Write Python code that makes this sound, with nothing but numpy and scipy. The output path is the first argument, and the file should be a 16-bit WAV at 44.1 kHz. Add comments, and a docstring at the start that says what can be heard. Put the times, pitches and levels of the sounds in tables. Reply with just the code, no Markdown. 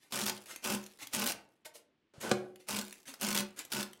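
"""Six rattling turns of a hand-cranked calculator, close by, on a wooden table in a small quiet room.
In each turn the gears chatter, pawls (small catches) snap over the digit wheels and the case hums.
Between turns the crank swings on with a light rub and ticks.
After the third turn the carriage (the sliding part) moves one place and stops with a clunk."""
import sys
import numpy as np
from scipy import signal
from scipy.fft import rfft, irfft, next_fast_len
from scipy.io import wavfile
from scipy.ndimage import uniform_filter1d

SR = 44100
rng = np.random.default_rng(int(sys.argv[2]) if len(sys.argv) > 2 else 0)


def generate_wav(signal):
    """Clip the signal to [-1, 1] and save it as 16-bit WAV at the path in sys.argv[1]."""
    frames = np.transpose(np.atleast_2d(signal))
    scaled = np.clip(frames, -1, 1) * 32767
    pcm = np.round(scaled).astype(np.int16)
    wavfile.write(sys.argv[1], SR, pcm)


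N = 176400
T = np.arange(N) / SR

# Levels are relative. A fade_s is the time a sound takes to drop by 60 dB.
# crank turns: start_s, rattle_db, case_push_db, push_length_s, coast_db
TURNS = [(0.122, -39.5, -45.5, 0.18, -45.5), (0.637, -39.5, -40.5, 0.11, -53), (1.13, -39, -40.5, .12, -63),
         (2.685, -40.5, -46.5, 0.13, -48.5), (3.209, -40, -43, 0.21, -52), (3.715, -40.5, -43, 0.09, -61)]
# the tens carry running through the wheels after a turn: start_s, length_s, rattle_db
CARRIES = [(0.258, 0.037, -39), (1.268, 0.035, -38), (3.342, 0.062, -39.5)]
# pawls snapping over the digit wheels: start_s, level_db
PAWL_SNAPS = [(0.122, -32), (0.1396, -33.2), (0.1565, -29.3), (0.1737, -31.0), (0.1887, -30.6),
              (0.2137, -29.7), (0.2358, -29.9), (0.2575, -32), (0.2634, -26.7), (0.2735, -29.1),
              (0.281, -29.8), (0.2959, -25.4), (0.6415, -33), (0.6478, -32.9), (0.6573, -30.6),
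              (0.6731, -30.4), (0.7008, -29.9), (0.7225, -30.7), (0.7477, -31.6), (1.1345, -31),
              (1.1399, -29.3), (1.1473, -26.6), (1.1619, -30.5), (1.1956, -30.9), (1.2189, -29.6),
              (1.2404, -28.6), (1.259, -29), (1.2642, -25.9), (1.2729, -26.4), (1.2853, -27.1),
              (1.2966, -28.7), (1.3078, -29.1), (1.3191, -30.0), (2.6857, -32.9), (2.7067, -32.4),
              (2.7271, -33.5), (2.7472, -33.1), (2.765, -30.1), (2.7874, -30.6), (2.812, -32.7),
              (3.2112, -31.5), (3.2182, -30.8), (3.2285, -28.2), (3.246, -28.9), (3.2669, -30.5),
              (3.2863, -27.9), (3.3048, -28.6), (3.3121, -30.6), (3.3273, -30.4), (3.347, -26.9),
              (3.3518, -26.3), (3.3625, -26.8), (3.3749, -24.5), (3.386, -28.3), (3.395, -30),
              (3.4046, -28.6), (3.7185, -33), (3.724, -30.2), (3.7335, -31.2), (3.7485, -31.6),
              (3.7656, -32.1), (3.8069, -31.7), (3.828, -31.4)]
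# light ticks of the ratchet and catches: start_s, level_db
RATCHET_TICKS = [(.458, -42), (.5605, -34), (.863, -39), (1.0705, -33.5), (2.2935, -35.5), (2.558, -46),
                 (2.926, -36.5), (3.139, -35), (3.5905, -32), (3.65, -37), (3.932, -43)]
# tones the case rings at: pitch_hz, shaken_db, struck_db, free_fade_s
CASE_TONES = [(128.2, -15.5, -6.5, 0.35), (204.1, -3, -1, 0.37), (236.2, -6.5, 1, 0.13),
              (367.6, -6.5, -0.5, 0.59), (493.6, -22.5, -3.5, 0.23), (575, -11, -7, 0.3),
              (890, -9.5, -15, 0.072), (1053.4, -10.5, -11.5, 0.21), (1204, -18, -5, 0.13),
              (1484.5, -7, -3, 0.068)]
# bright rubs of sliding metal, from the crank swinging free and the carriage starting to slide:
# start_s, level_db, rise_s, fade_s
METAL_RUBS = [(0, -64.5, 0.03, 0.44), (.465, -45, 0.046, 0.2), (.988, -44, 0.042, 0.098),
              (1.648, -45.5, 0.0092, 0.021), (2.202, -44, 0.011, 0.51), (2.592, -62, 0.012, 0.2),
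              (3.055, -46, 0.032, 0.22), (3.562, -43, 0.037, 0.13)]
# duller scrapes of the handle: start_s, level_db, rise_s, fade_s
HANDLE_SCRAPES = [(1.652, -46.5, 0.0094, 0.079), (1.739, -51.5, 0.018, 0.15)]
# tones of the free crank arm: pitch_hz, level_db, fade_s
ARM_TONES = [(2090, 0.5, .13), (2288, -10.5, .15)]
# tones of the handle dropping into its seat: pitch_hz, level_db, fade_s
HANDLE_TONES = [(622, 4, 0.066), (886, -3, 0.075), (1530, -3.5, 0.11)]
# the shift lever's soft knock: start_s, level_db, pitch_hz, fade_s
LEVER_KNOCKS = [(2.18, -31.5, 140, 0.024)]
# tone colour (how strong each pitch is) of the steel teeth: pitch_hz, level_db
TEETH_COLOUR = [(40, -26.5), (100, -3), (300, 3), (1450, 0), (1750, -5.5), (2750, 2.5), (3700, -5.5),
                (5200, 0), (10500, -6), (15500, -13)]
# tone colour of the pawls and wheels: pitch_hz, level_db
PAWL_COLOUR = [(150, -13), (1800, -2), (2750, 1.5), (10500, -1), (15500, -8)]
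# tone colour of the bright metal rubs: pitch_hz, level_db
RUB_COLOUR = [(60, -20.5), (300, 1), (1300, -5.5), (2100, 0), (3200, -2.5), (11300, -6), (15500, -18)]
# tone colour of the scraping handle: pitch_hz, level_db
SCRAPE_COLOUR = [(150, -15), (620, 11), (1100, -3.5), (1550, -2), (2000, 1), (11000, 1.5), (15500, -10)]
# tone colour of the carriage: pitch_hz, level_db
CARRIAGE_COLOUR = [(40, -56), (90, -3.5), (250, 0), (620, 3.5), (900, -7), (1550, -5.5), (1850, -12.5),
                   (2800, -10), (9000, -17.5), (15500, -37)]
# tone colour of the room's background: pitch_hz, level_db
BACKGROUND_COLOUR = [(25, -28.5), (310, -7.5), (600, -24.5), (3000, -24.5), (15500, -58.5)]
# how long the room echoes: pitch_hz, fade_s
ROOM_FADES = [(100, 0.55), (400, 0.58), (3000, 0.29), (13000, 0.15)]

MESH_S, MESH_RISE_S, MESH_FADE_S = 0.11, 0.0092, 0.08  # the teeth gripping in each turn
SLIDE_START_S, CARRIAGE_STOP_S = 2.218, 2.3128


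def gear_rattle():
    """Loose gears take up their slack, then the teeth rattle through each turn and each tens carry."""
    slack_s, slack_db = 0.02, -10
    level = np.zeros(N)
    for start_s, rattle_db, *_ in TURNS:
        t = T - start_s
        slack = amp(slack_db) * ramp(t + slack_s, slack_s) * (t < MESH_RISE_S)
        level += amp(rattle_db) * (slack + pulse(t, MESH_RISE_S, MESH_S, MESH_FADE_S))
    for start_s, length_s, rattle_db in CARRIES:
        level += amp(rattle_db) * pulse(T - start_s, MESH_RISE_S, length_s, MESH_FADE_S)
    return colour(chatter(level, hits_per_s=1500, scatter_db=4.5, fade_s=0.008), TEETH_COLOUR)


def pawls_and_wheels():
    """Pawls snap, the ratchet ticks and the wheels coast after each turn; small steel parts ring along."""
    coasting = sum(amp(db) * fade(T - start_s - MESH_S, 0.79) for start_s, *_, db in TURNS)
    wheels = chatter(coasting, hits_per_s=430, scatter_db=6, fade_s=0.0072)
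    snaps = amp(-1) * clicks(PAWL_SNAPS, rise_s=0.00093, hold_s=0.0013, fade_s=0.02, tint_db=2.5)
    ticks = amp(-2) * clicks(RATCHET_TICKS, rise_s=0.0008, hold_s=0.00096, fade_s=0.014, tint_db=3)
    return colour(steel_ring(snaps + ticks + wheels, fade_s=0.026, share=0.27), PAWL_COLOUR)


def case_hum():
    """The gears shake the case with a rough push and the main gear's wavering tone."""
    tooth_hz, waver_hz, tooth_db = 203.6, 7.46, -27.5
    push, tone_level = np.zeros((2, N))
    for start_s, _, push_db, length_s, _ in TURNS:
        t = T - start_s
        push += amp(push_db) * pulse(t, 0.017, length_s, fade_s=0.17)
        tone_level += amp(push_db + tooth_db) * pulse(t, 0.03, length_s, fade_s=0.17)
    pitch_hz = tooth_hz + waver_hz * unit(uniform_filter1d(noise(), size=600))
    tone = np.sin(2 * np.pi * np.cumsum(pitch_hz) / SR)
    return held_case(push * noise() + tone_level * tone)


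def held_case(force):
    """The shaken case rings, and the hands on it cut the ringing a little shorter."""
    held_share = 0.76
    return shaken(force, [(hz, db, fade_s * held_share) for hz, db, _, fade_s in CASE_TONES])


def carriage_stop():
    """The carriage hits its stop: loose parts crash and the case rings. Returns the two apart."""
    t = T - CARRIAGE_STOP_S
    blow = amp(-22) * noise() * pulse(t, rise_s=0.0013, hold_s=0.004, fade_s=0.029)
    ring = struck(t, [(hz, db, fade_s) for hz, _, db, fade_s in CASE_TONES])
    return colour(blow, CARRIAGE_COLOUR), amp(-31) * ring * ramp(t, 0.0057)


def carriage_slide():
    """The lever creaks, then the carriage hisses along its rail and shakes the case."""
    lever_start_s = 2.137
    before_stop = T < CARRIAGE_STOP_S
    creak = amp(-61.5) * (T > lever_start_s) * before_stop
    moving = ramp(T - SLIDE_START_S, 0.02) * before_stop
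    hiss = colour((creak + amp(-44.5) * moving) * noise(), CARRIAGE_COLOUR)
    return hiss + held_case(amp(-45) * moving * noise())


def lever_knock():
    """The shift lever knocks softly: a low tone that dies after a few cycles."""
    out = np.zeros(N)
    for start_s, db, hz, fade_s in LEVER_KNOCKS:
        t = T - start_s
        out += ramp(t, 1 / hz) * struck(t, [(hz, db, fade_s)])
    return out


def rubs_and_handle():
    """Crank and carriage rub with a faint ring; once, the handle scrapes and knocks into its seat."""
    seat_s = 1.661
    rub = rubbing(METAL_RUBS, RUB_COLOUR, scatter_db=4)
    arm_ring = amp(-27.5) * shaken(rub, ARM_TONES)
    scrape = rubbing(HANDLE_SCRAPES, SCRAPE_COLOUR, scatter_db=1.5)
    knock = amp(-48) * ramp(T - seat_s, 0.0034) * struck(T - seat_s, HANDLE_TONES)
    return rub + arm_ring + scrape + knock


def chatter(level, hits_per_s, scatter_db, fade_s):
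    """Teeth meet at random moments, each making a dry click of noise of its own size."""
    hits = random_hits(hits_per_s, scatter_db)
    energy = signal.fftconvolve(hits ** 2, fade(T[:SR // 20], fade_s) ** 2)[:N]
    return level * unit(np.sqrt(np.abs(energy))) * noise()


def clicks(rows, rise_s, hold_s, fade_s, tint_db):
    """Metal taps metal: one burst of noise per row, each with its own random tint of tone colour."""
    out, t = np.zeros(N + SR), T[:SR // 16]
    hz = np.fft.rfftfreq(len(t), 1 / SR)
    for start_s, db in rows:
        tint = rng.standard_normal(28)
        gain = amp(tint_db * np.interp(hz, np.linspace(0, SR / 2, len(tint)), tint))
        burst = unit(irfft(rfft(rng.standard_normal(len(t))) * gain, len(t)))
        out[round(start_s * SR):][:len(t)] += amp(db) * burst * pulse(t, rise_s, hold_s, fade_s)
    return out[:N]


def rubbing(rows, tone_colour, scatter_db):
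    """Sliding metal makes thousands of tiny bumps that bite, swell and die away."""
    bite = 0.25  # share of the full rub heard at first touch
    level = np.zeros(N)
    for start_s, db, rise_s, fade_s in rows:
        t = T - start_s
        swell = bite + (1 - bite) * ramp(t, rise_s) ** 2
        level += amp(db) * (t > 0) * swell * fade(np.maximum(t - rise_s, 0), fade_s)
    bumps = unit(random_hits(hits_per_s=7000, scatter_db=scatter_db) * rng.choice([-1, 1], N))
    return colour(steel_ring(level * bumps, fade_s=0.034, share=0.33), tone_colour)


def steel_ring(sound, fade_s, share):
    """Many small steel parts add a short, dense ring, which changes as they move."""
    t, out, step = T[:SR // 8], np.zeros(N + SR), SR // 25
    for start in range(0, N, step):
        tail = rng.standard_normal(len(t)) * fade(t, fade_s)
        ring = signal.fftconvolve(sound[start:start + step], tail / np.linalg.norm(tail))
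        out[start:start + len(ring)] += ring
    return np.sqrt(1 - share) * sound + np.sqrt(share) * out[:N]


def shaken(force, tones):
    """A part rings at its own tones while a force keeps shaking it."""
    t, response = T[:SR], np.zeros(SR)
    for k, (hz, db, fade_s) in enumerate(tones):
        ring = (-1) ** k * np.cos(2 * np.pi * hz * t) * fade(t, fade_s)
        response += amp(db) * ring / np.linalg.norm(ring)
    return signal.fftconvolve(force, response)[:N]


def struck(t, tones):
    """A part rings at its own tones after one blow at t = 0."""
    return sum((-1) ** k * amp(db) * np.sin(2 * np.pi * hz * t) * fade(t, fade_s)
               for k, (hz, db, fade_s) in enumerate(tones))


def room_echo(sound):
    """A short, smooth room echo, drawn afresh for each stretch so no pitch rings out."""
    build_up_s = 0.0085
    out, step = np.zeros(N + SR), SR // 14
    for start in range(0, N, step):
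        hz, t, bands = signal.stft(rng.standard_normal(SR * 3 // 4), SR, nperseg=256)
        bands *= fade(t, value_at(ROOM_FADES, hz)[:, None])  # high pitches die sooner
        tail = signal.istft(bands, SR, nperseg=256)[1]
        tail *= ramp(T[:len(tail)], build_up_s)
        echo = signal.fftconvolve(sound[start:start + step], tail / np.linalg.norm(tail))
        out[start:start + len(echo)] += echo
    return out[:N]


def background():
    """The quiet room has a faint, low, steady hush."""
    return amp(-78) * colour(noise(), BACKGROUND_COLOUR)


def amp(db):
    """Turn decibels into a number to multiply by."""
    return 10 ** (np.asarray(db) / 20)


def unit(sound):
    """Scale a sound to an average power of 1."""
    return sound / np.sqrt(np.mean(sound ** 2) + 1e-20)


def value_at(points, hz):
    """Read between the rows of a (pitch_hz, value) table, with octaves evenly spaced."""
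    pitches, values = np.transpose(points)
    return np.interp(np.log(hz + 1), np.log(pitches + 1), values)


def fade(t, fade_s):
    """Start at t = 0 and drop by 60 dB every fade_s."""
    return (t >= 0) * amp(-60 * np.maximum(t, 0) / fade_s)


def ramp(t, rise_s):
    """A straight rise from 0 to 1."""
    return np.clip(t / rise_s, 0, 1)


def pulse(t, rise_s, hold_s, fade_s):
    """Rise, hold until t = hold_s, then fade."""
    return ramp(t, rise_s) * fade(np.maximum(t - hold_s, 0), fade_s)


def noise():
    """Fresh white noise: an even hiss."""
    return rng.standard_normal(N)


def random_hits(hits_per_s, scatter_db):
    """Tiny hits of uneven size at random moments."""
    return (rng.random(N) < hits_per_s / SR) * amp(scatter_db * np.clip(noise(), -2, 2))


def colour(sound, tone_colour):
    """Filter a sound to give it a tone colour; white noise keeps its power."""
    size = 8192
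    gain = amp(value_at(tone_colour, np.fft.rfftfreq(size, 1 / SR)))
    # fold the filter forward in time, so nothing rings before a hit
    folded = irfft(np.log(gain))
    folded[1:size // 2] *= 2
    folded[size // 2 + 1:] = 0
    response = irfft(np.exp(rfft(folded)))
    return signal.fftconvolve(sound, response / np.linalg.norm(response))[:N]


def scene():
    """Mix the machine, the room's echo and the background into one channel."""
    machine = gear_rattle() + pawls_and_wheels() + carriage_slide() + lever_knock() + rubs_and_handle()
    crash, case_ring = carriage_stop()
    echo = room_echo(amp(-9.5) * machine + amp(-10) * crash)
    return (machine + case_hum() + crash + case_ring + echo + background())[None]


def record(dry):
    """Cut away the very highest pitches steeply."""
    top_hz = 15950
    size = next_fast_len(N + SR // 2)
    hz = np.fft.rfftfreq(size, 1 / SR)
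    return irfft(rfft(dry, size) / np.sqrt(1 + (hz / top_hz) ** 200), size)[..., :N]


dry = scene()
out = record(dry)
generate_wav(out)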